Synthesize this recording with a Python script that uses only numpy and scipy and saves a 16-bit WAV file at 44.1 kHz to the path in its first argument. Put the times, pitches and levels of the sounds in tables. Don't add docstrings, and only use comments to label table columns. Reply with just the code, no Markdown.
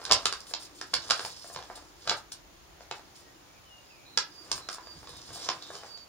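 import sys
import numpy as np
from scipy import signal
from scipy.io import wavfile
from scipy.ndimage import uniform_filter1d

SR = 44100
rng = np.random.default_rng(int(sys.argv[2]) if len(sys.argv) > 2 else 0)


def transcribe(signal):
    frames = np.atleast_2d(signal).T
    limited = np.clip(frames, -1, 1)
    pcm = np.round(limited * 32767).astype(np.int16)
    wavfile.write(sys.argv[1], SR, pcm)


N = 268128
PORT_LAG = 2


def gain_of(db):
    return 10 ** (np.asarray(db) / 20)


def evened(x):
    return x / np.sqrt(np.mean(x ** 2) + 1e-20)


def read(points, hz):
    f, *columns = np.transpose(points)
    return np.array([np.interp(np.log(hz + 1), np.log(f + 1), c) for c in columns])


def add(mix, s, sound):
    part = mix[round(s * SR):][:len(sound)]
    part += sound[:len(part)]


def band(x, lo_hz, hi_hz):
    sos = signal.butter(2, [lo_hz, min(hi_hz, SR / 2.1)], "band", fs=SR, output="sos")
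    return signal.sosfilt(sos, x)


def pair(shape, likeness):
    a, b, c, d = rng.standard_normal((4, *shape))
    left, other = a + 1j * b, c + 1j * d
    same = np.clip(likeness, 0, 1)[:, None]
    return np.array([left, same * left + np.sqrt(1 - same ** 2) * other])


def causal(log_gain):
    return np.exp(np.conj(signal.hilbert(log_gain)))


def peak(hz, centre_hz, height, share):
    return 1 + height / (1 + ((hz - centre_hz) / (share * centre_hz)) ** 2)


def fibres(size, lo_hz, hi_hz, per_s):
    clumps = gain_of(3.5 * evened(uniform_filter1d(rng.standard_normal(size), 350)))
    happens = rng.random(size) < per_s / SR
    return evened(band(rng.standard_normal(size) * happens * clumps, lo_hz, hi_hz))


def hush():
    # f/Hz, left level/dB per Hz, right level/dB per Hz, left-right likeness (0 to 1)
    hush_colour = [(32.5, -120, -120, .3), (50, -87.5, -80.5, 0.07), (200, -92, -94, 0.091),
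                   (890, -89.5, -90, 0.05), (1480, -94, -94.5, 0.021), (4830, -101, -98, 0.0092),
                   (5400, -100, -98.5, .01), (7200, -94, -106, .01), (7080, -99, -110, .01),
                   (7500, -111, -120, .01), (9600, -104, -108, .01), (11100, -112, -112, .01),
                   (13100, -111, -110, .01), (14200, -106, -106, .01)]
    frames, hz = N // 256 + 5, np.fft.rfftfreq(1024, 1 / SR)
    left_db, right_db, likeness = read(hush_colour, hz)
    patches = uniform_filter1d(rng.standard_normal((513, frames)), 10, 0)
    patches = evened(uniform_filter1d(patches, 16, 1))
    white = np.sqrt(1.5 * SR / 1024)
    level_db = np.array([left_db, right_db])[..., None] + 0.63 * patches
    z = pair((513, frames), likeness) * white * gain_of(level_db)
    return signal.istft(z, nperseg=1024, noverlap=768)[1][:, :N]


def lows():
    # t/s, level/dB
    thud_list = [(.12, -43.5), (.26, -53), (.95, -52.5), (1.1, -56), (1.25, -57), (1.56, -56), (2.1, -49.5),
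                 (2.92, -60), (4.18, -58), (4.55, -53), (4.98, -54), (5.1, -58), (5.17, -58), (5.31, -53),
                 (5.5, -57), (5.72, -69)]
    # t/s, deep bass level/dB, hollow hum level/dB
    drift_points = [(0, -64, -84), (.76, -69, -58.5), (1.3, -80, -70.5), (1.75, -63, -64), (2.15, -67, -64),
                    (2.65, -63.5, -70.5), (3.4, -74, -65.5), (3.7, -73, -80), (4.1, -78, -64),
                    (5.0, -63, -64.5), (5.7, -88, -59.5), (6.08, -80, -99)]
    rise_s, fall_s, rumble_db = 0.018, 0.037, -69.5
    s, deep_db, hum_db = np.transpose(drift_points)
    t, (a, b, c, d, e, f) = np.arange(N) / SR, rng.standard_normal((6, N))

    level = gain_of(rumble_db)
    for at, db in thud_list:
        level = level + gain_of(db) * np.exp(np.minimum((t - at) / rise_s, (at - t) / fall_s))
    table = evened(band(band(np.array([a, 0.85 * a + 0.51 * b]), 47, 169), 46, 420))
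    table = table * gain_of([[-1.2], [1.2]])
    hum = evened(band(np.array([c, 0.86 * c + 0.49 * d]), 280, 368))
    deep = evened(band(band(np.array([e, 0.62 * e + 0.46 * f]), 34, 75), 34, 75))
    hum_level, deep_level = gain_of(np.interp(t, s, hum_db)), gain_of(np.interp(t, s, deep_db))
    return level * table + hum_level * hum + deep_level * deep


def tail():
    # f/Hz, time to fall by 60 dB/s, left-right likeness (0 to 1)
    room_ring = [(200, 0.092, 0.77), (594, 0.24, 0.97), (1380, 0.26, 0.42), (3700, 0.21, 0.008),
                 (9400, 0.12, .01)]
    hz, t = np.fft.rfftfreq(256, 1 / SR), np.arange(340) * 64 / SR
    t60, likeness = read(room_ring, hz)
    z = pair((129, 340), likeness) * gain_of(-60 * t / t60[:, None])
    ring = signal.istft(z, nperseg=256, noverlap=192)[1]
    build_up = np.minimum(np.arange(ring.shape[1]) / (.013 * SR), 1) ** 2
    ring = ring * build_up
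    return ring / np.linalg.norm(ring[0])


def room(x, direct_db, ring_db):
    # delay/ms, left level/dB, right level/dB (against the direct sound)
    echo_list = [(1.718, -14, -19), (4.395, -16, -9), (5.973, -24, -14.5), (10.03, -10, -5.5),
                 (18.3, -33, -22), (26.3, -20.5, -29)]
    early = np.zeros((2, 1200))
    early[[0, 1], [0, PORT_LAG]] = 1
    for ms, left_db, right_db in echo_list:
        delay = round(ms * SR / 1000)
        early[[0, 1], [delay, delay + PORT_LAG]] += gain_of([left_db, right_db])
    direct = signal.oaconvolve(x[None], early, axes=1)[:, :N]

    turn = 2 * np.pi * 1.3 * np.arange(N) / SR
    late = np.zeros((2, N))
    for weight in (np.cos(turn), np.sin(turn)):
        late += signal.oaconvolve((x * weight)[None], tail(), axes=1)[:, :N]
    return gain_of(direct_db) * direct + gain_of(ring_db) * late


def ports(x):
    # f/Hz, left level/dB, right level/dB
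    port_colour = [(60, 2.5, 10.5), (282, 3.5, -0.5), (1100, 0.5, 0), (1720, 0, 1.5), (1800, -5.5, -2),
                   (3220, 2, 0), (4190, -1.5, 3), (5240, -2.5, 9.5), (6440, 3.5, -8), (7784, 9, -7),
                   (7606, -8.5, -108), (8770, 8, -15.5), (11850, -10, -11.5), (16100, -9, -26)]
    log_gain = np.log(gain_of(read(port_colour, abs(np.fft.fftfreq(4096, 1 / SR)))))
    answer = np.fft.ifft(causal(log_gain)).real[:, :1024]
    return signal.oaconvolve(x, answer, axes=1)[:, :N]


def tone(pitch_hz):
    return np.sqrt(2) * np.sin(2 * np.pi * np.cumsum(pitch_hz) / SR)


def birds():
    # start t/s, length/s, first pitch f/Hz, pitch it glides towards f/Hz, level/dB
    whistle_notes = [(3.2, 0.12, 1933, 1880, -66.5), (3.638, 0.06, 3050, 3000, -70),
                     (3.693, 0.14, 2920, 2800, -57), (3.81, .07, 2900, 2880, -75),
                     (3.897, 0.066, 2800, 2400, -60.5), (3.844, 0.12, 4927, 4933, -64),
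                     (4.302, 0.15, 4930, 4730, -59), (4.827, 0.17, 4785, 4655, -57),
                     (5.34, .15, 4670, 4615, -56), (5.756, 0.068, 3090, 3050, -60),
                     (5.868, 0.18, 4634, 4575, -54)]
    # start t/s, length/s, centre f/Hz, size of the shake/Hz, level/dB
    buzz_notes = [(3.457, 0.11, 2320, 70, -71), (3.532, 0.066, 2385, 100, -66.5),
                  (3.95, 0.15, 2454, 141, -63.5), (4.039, 0.15, 4010, 200, -61.5),
                  (4.601, 0.093, 4020, 150, -57.5), (5.052, 0.16, 3795, 233, -59.5),
                  (5.349, 0.12, 3810, 232, -56.5), (5.598, .13, 3750, 230, -55)]
    out = np.zeros(N)
    for s, length, first_hz, last_hz, db in whistle_notes:
        u = np.arange(0, length, 1 / SR) / length
        pitch = last_hz + (first_hz - last_hz) * np.exp(-2.3 * u)
        arch = np.sin(np.pi * u ** .75) ** .45
        add(out, s, gain_of(db) * tone(pitch) * arch)
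    for s, length, hz, shake_hz, db in buzz_notes:
        t = np.arange(0, length, 1 / SR)
        regular = np.sin(2 * np.pi * (85 * t + rng.random()))
        uneven = evened(uniform_filter1d(rng.standard_normal(len(t)), 150))
        pitch = hz + shake_hz * (regular + 0.36 * uneven)
        add(out, s, gain_of(db) * tone(pitch) * signal.windows.tukey(len(t), .4))
    flutter = evened(uniform_filter1d(uniform_filter1d(rng.standard_normal(N), 300), 180))
    return out * gain_of(1.8 * flutter)


def rustle():
    # t/s, flutter level/dB (under 2 kHz), rasp level/dB (over 2 kHz)
    rub_points = [(0.0, -54.5, -57), (0.11, -40, -58), (0.3, -64, -53.5), (0.6, -61.5, -75),
                  (0.9, -81, -62), (1.12, -53, -48), (1.4, -68, -56.5), (1.78, -59, -65), (1.95, -80, -71),
                  (2.12, -44, -47.5), (2.22, -88, -86), (3.05, -69.5, -72.5), (4.1, -93, -75),
                  (4.55, -53.5, -58.5), (4.7, -67, -68.5), (5.25, -65.5, -57.5), (5.48, -47, -49),
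                  (5.58, -60.5, -60), (5.78, -55.5, -56), (6.08, -73, -77)]
    # start t/s, length/s, rasp level/dB, fizz level/dB
    stroke_list = [(0.464, 0.059, -52, -44), (0.591, 0.078, -52.5, -46.5), (0.745, 0.053, -57.5, -53),
                   (1.198, 0.11, -61, -43.5), (1.433, 0.072, -62, -48), (1.515, 0.031, -69, -47.5),
                   (1.752, 0.026, -51, -50), (2.166, 0.021, -50, -49), (2.316, 0.015, -47, -35.5),
                   (2.814, 0.017, -59.5, -71), (2.95, 0.037, -60, -55.5), (3.144, 0.08, -63.5, -57.5),
                   (4.425, 0.032, -73, -58), (4.55, 0.041, -65, -40.5), (4.707, 0.045, -70, -44),
                   (5.164, 0.024, -55, -53), (5.324, 0.066, -50, -46.5), (5.425, 0.034, -46, -63),
                   (5.726, 0.047, -54, -75), (5.849, 0.027, -55.5, -79)]
    crackle, fizz_share = gain_of(-9.5), gain_of(-1.5)
    s, flutter_db, rasp_db = np.transpose(rub_points)
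    t = np.arange(N) / SR

    panel = fibres(N, 305, 1700, 700) + crackle * fibres(N, 380, 1580, 45)
    edge = fibres(N, 3270, 6450, 7000) + crackle * fibres(N, 4300, 6400, 120)
    edge += fizz_share * fibres(N, 6200, 18700, 8000)
    out = gain_of(np.interp(t, s, flutter_db)) * panel + gain_of(np.interp(t, s, rasp_db)) * edge

    rasp, fizz = fibres(N, 3130, 6940, 9000), fibres(N, 7200, 21600, 13000)
    for s, length, rasp_db, fizz_db in stroke_list:
        part = slice(round(s * SR), round((s + length) * SR))
        stroke = gain_of(rasp_db) * rasp[part] + gain_of(fizz_db) * fizz[part]
        out[part] += stroke * signal.windows.tukey(len(stroke), .3)
    return out


def snap(crack_db, flap_db, fizz_db, flap_hz, crack_hz):
    t, hz = np.arange(-90, 1958) / SR, abs(np.fft.fftfreq(2048, 1 / SR))
    creep = np.exp(np.minimum(t, 0) / .00035)
    burst = creep * np.exp(-(np.maximum(t, 0) / .0025) ** 2)
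    slips = np.fft.fft(0.61 * rng.standard_normal(len(t)) * burst + (t == 0))
    even = uniform_filter1d(np.log(abs(slips)), size=25, mode="wrap")
    body_db = 0.5 + 0.55 * crack_db + 0.67 * flap_db
    colour = [(60, flap_db - 37.5), (380, flap_db - 3), (flap_hz + 1, flap_db), (1750, flap_db - 2.5),
              (2900, body_db), (4300, crack_db - 7.5), (7000, crack_db - 11),
              (9000, fizz_db - 6.0), (16000, fizz_db - 13.0)]
    rings = peak(hz, flap_hz, height=1.23, share=0.16) * peak(hz, crack_hz, height=1.13, share=0.13)
    log_gain = np.log(gain_of(read(colour, hz)[0]) * rings)
    return 12.56 * np.fft.ifft(slips * causal(log_gain - even)).real


def paper():
    # t/s, crack level/dB (4-8 kHz), flap level/dB (under 2 kHz), fizz level/dB (over 8 kHz),
    # flap pitch f/Hz, crack pitch f/Hz; levels are relative
    snap_list = [(0.0403, -43, -54, -32, 401, 4930), (0.0523, -19.5, -34, -32, 1560, 3700),
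                 (0.096, -27, -29.5, -52, 1010, 3910), (0.1123, -6.5, -13.5, -26, 1000, 5050),
                 (0.1208, -3, -15.5, -12.5, 650, 5640), (0.2561, -8.5, -18.5, -16.5, 1380, 3970),
                 (0.3256, -20, -24.5, -28, 1550, 4770), (0.405, -32.5, -62, -36.5, 640, 5570),
                 (0.512, -50, -36.5, -60, 505, 4500), (0.5377, -16.5, -27, -39, 890, 3900),
                 (0.813, -25.5, -28, -34.5, 1640, 5700), (0.9357, -32, -26, -34, 990, 4720),
                 (0.9393, -11, -21.5, -20.5, 1510, 4550), (1.0928, -40, -35, -52, 1030, 5020),
                 (1.1005, -15.5, -25, -25, 1090, 4030), (1.1075, -8.5, -14.5, -21.5, 1490, 4930),
                 (1.1944, -25, -24, -45, 1480, 4330), (1.2496, -24.5, -26, -55, 850, 5060),
                 (1.4442, -50, -35, -56, 600, 4400), (1.5, -56, -36, -59, 710, 5260),
                 (1.5478, -34, -35.5, -59, 565, 5430), (1.5615, -27.5, -27, -71, 930, 4100),
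                 (1.5894, -39, -32, -69, 720, 3720), (1.6257, -35.5, -38, -64, 710, 3550),
                 (1.7001, -56, -27, -58, 670, 5130), (1.775, -45, -37, -68, 751, 5490),
                 (2.0755, -20.5, -22.5, -36, 1253, 4330), (2.0951, -10.5, -21, -30, 1450, 4200),
                 (2.114, -32, -16.5, -45, 1140, 4480), (2.3209, -27, -41.5, -59, 1570, 6000),
                 (2.807, -47, -37.5, -64, 640, 4730), (2.9122, -25.5, -23, -40, 825, 3820),
                 (2.9945, -47, -39.5, -64, 624, 3950), (4.1753, -8, -19.5, -24, 1690, 5450),
                 (4.5163, -13, -25.5, -22, 1050, 5330), (4.5788, -33, -35.5, -39, 1100, 5000),
                 (4.6883, -23.5, -26.5, -35, 1385, 5570), (4.729, -26.5, -49, -46, 1520, 5600),
                 (4.7456, -33, -38, -42, 1260, 7070), (4.7834, -56, -32, -68, 1010, 5520),
                 (4.8072, -47, -58, -69, 1010, 5040), (4.8707, -40, -37.5, -63, 740, 4900),
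                 (5.03, -53, -40, -65, 1010, 4600), (5.073, -37, -38, -56, 1110, 3650),
                 (5.0924, -38, -42, -33.5, 463, 3830), (5.137, -48, -43, -65, 900, 4600),
                 (5.3048, -50, -36, -46, 479, 5220), (5.358, -40, -39, -62, 900, 4600),
                 (5.4885, -15, -17, -52, 1020, 5550), (5.549, -53, -46, -66, 1010, 4320),
                 (5.624, -29.5, -45, -57, 439, 3950), (5.7034, -72, -29, -60, 600, 3680),
                 (5.7531, -32, -36.5, -68, 427, 5400), (5.8346, -45, -32, -64, 720, 4540),
                 (5.9747, -36, -43.5, -62, 744, 4500)]
    out = rustle()
    for s, *shape in snap_list:
        add(out, s - 90 / SR, snap(*shape))
    return out


def scene():
    in_room = room(birds(), direct_db=-0.5, ring_db=-7) + room(paper(), direct_db=-0.5, ring_db=-5.0)
    return hush() + lows() + ports(in_room)


def record(dry):
    low = signal.firwin(511, 15800, window=("kaiser", 6), fs=SR)
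    step = .1 * signal.unit_impulse(511, "mid") + .9 * low
    edge = signal.firwin(511, 16700, window=("kaiser", 11), fs=SR)
    return signal.oaconvolve(np.clip(dry, -.95, .95), np.convolve(step, edge)[None], "same", axes=1)


dry = scene()
out = record(dry)
transcribe(out)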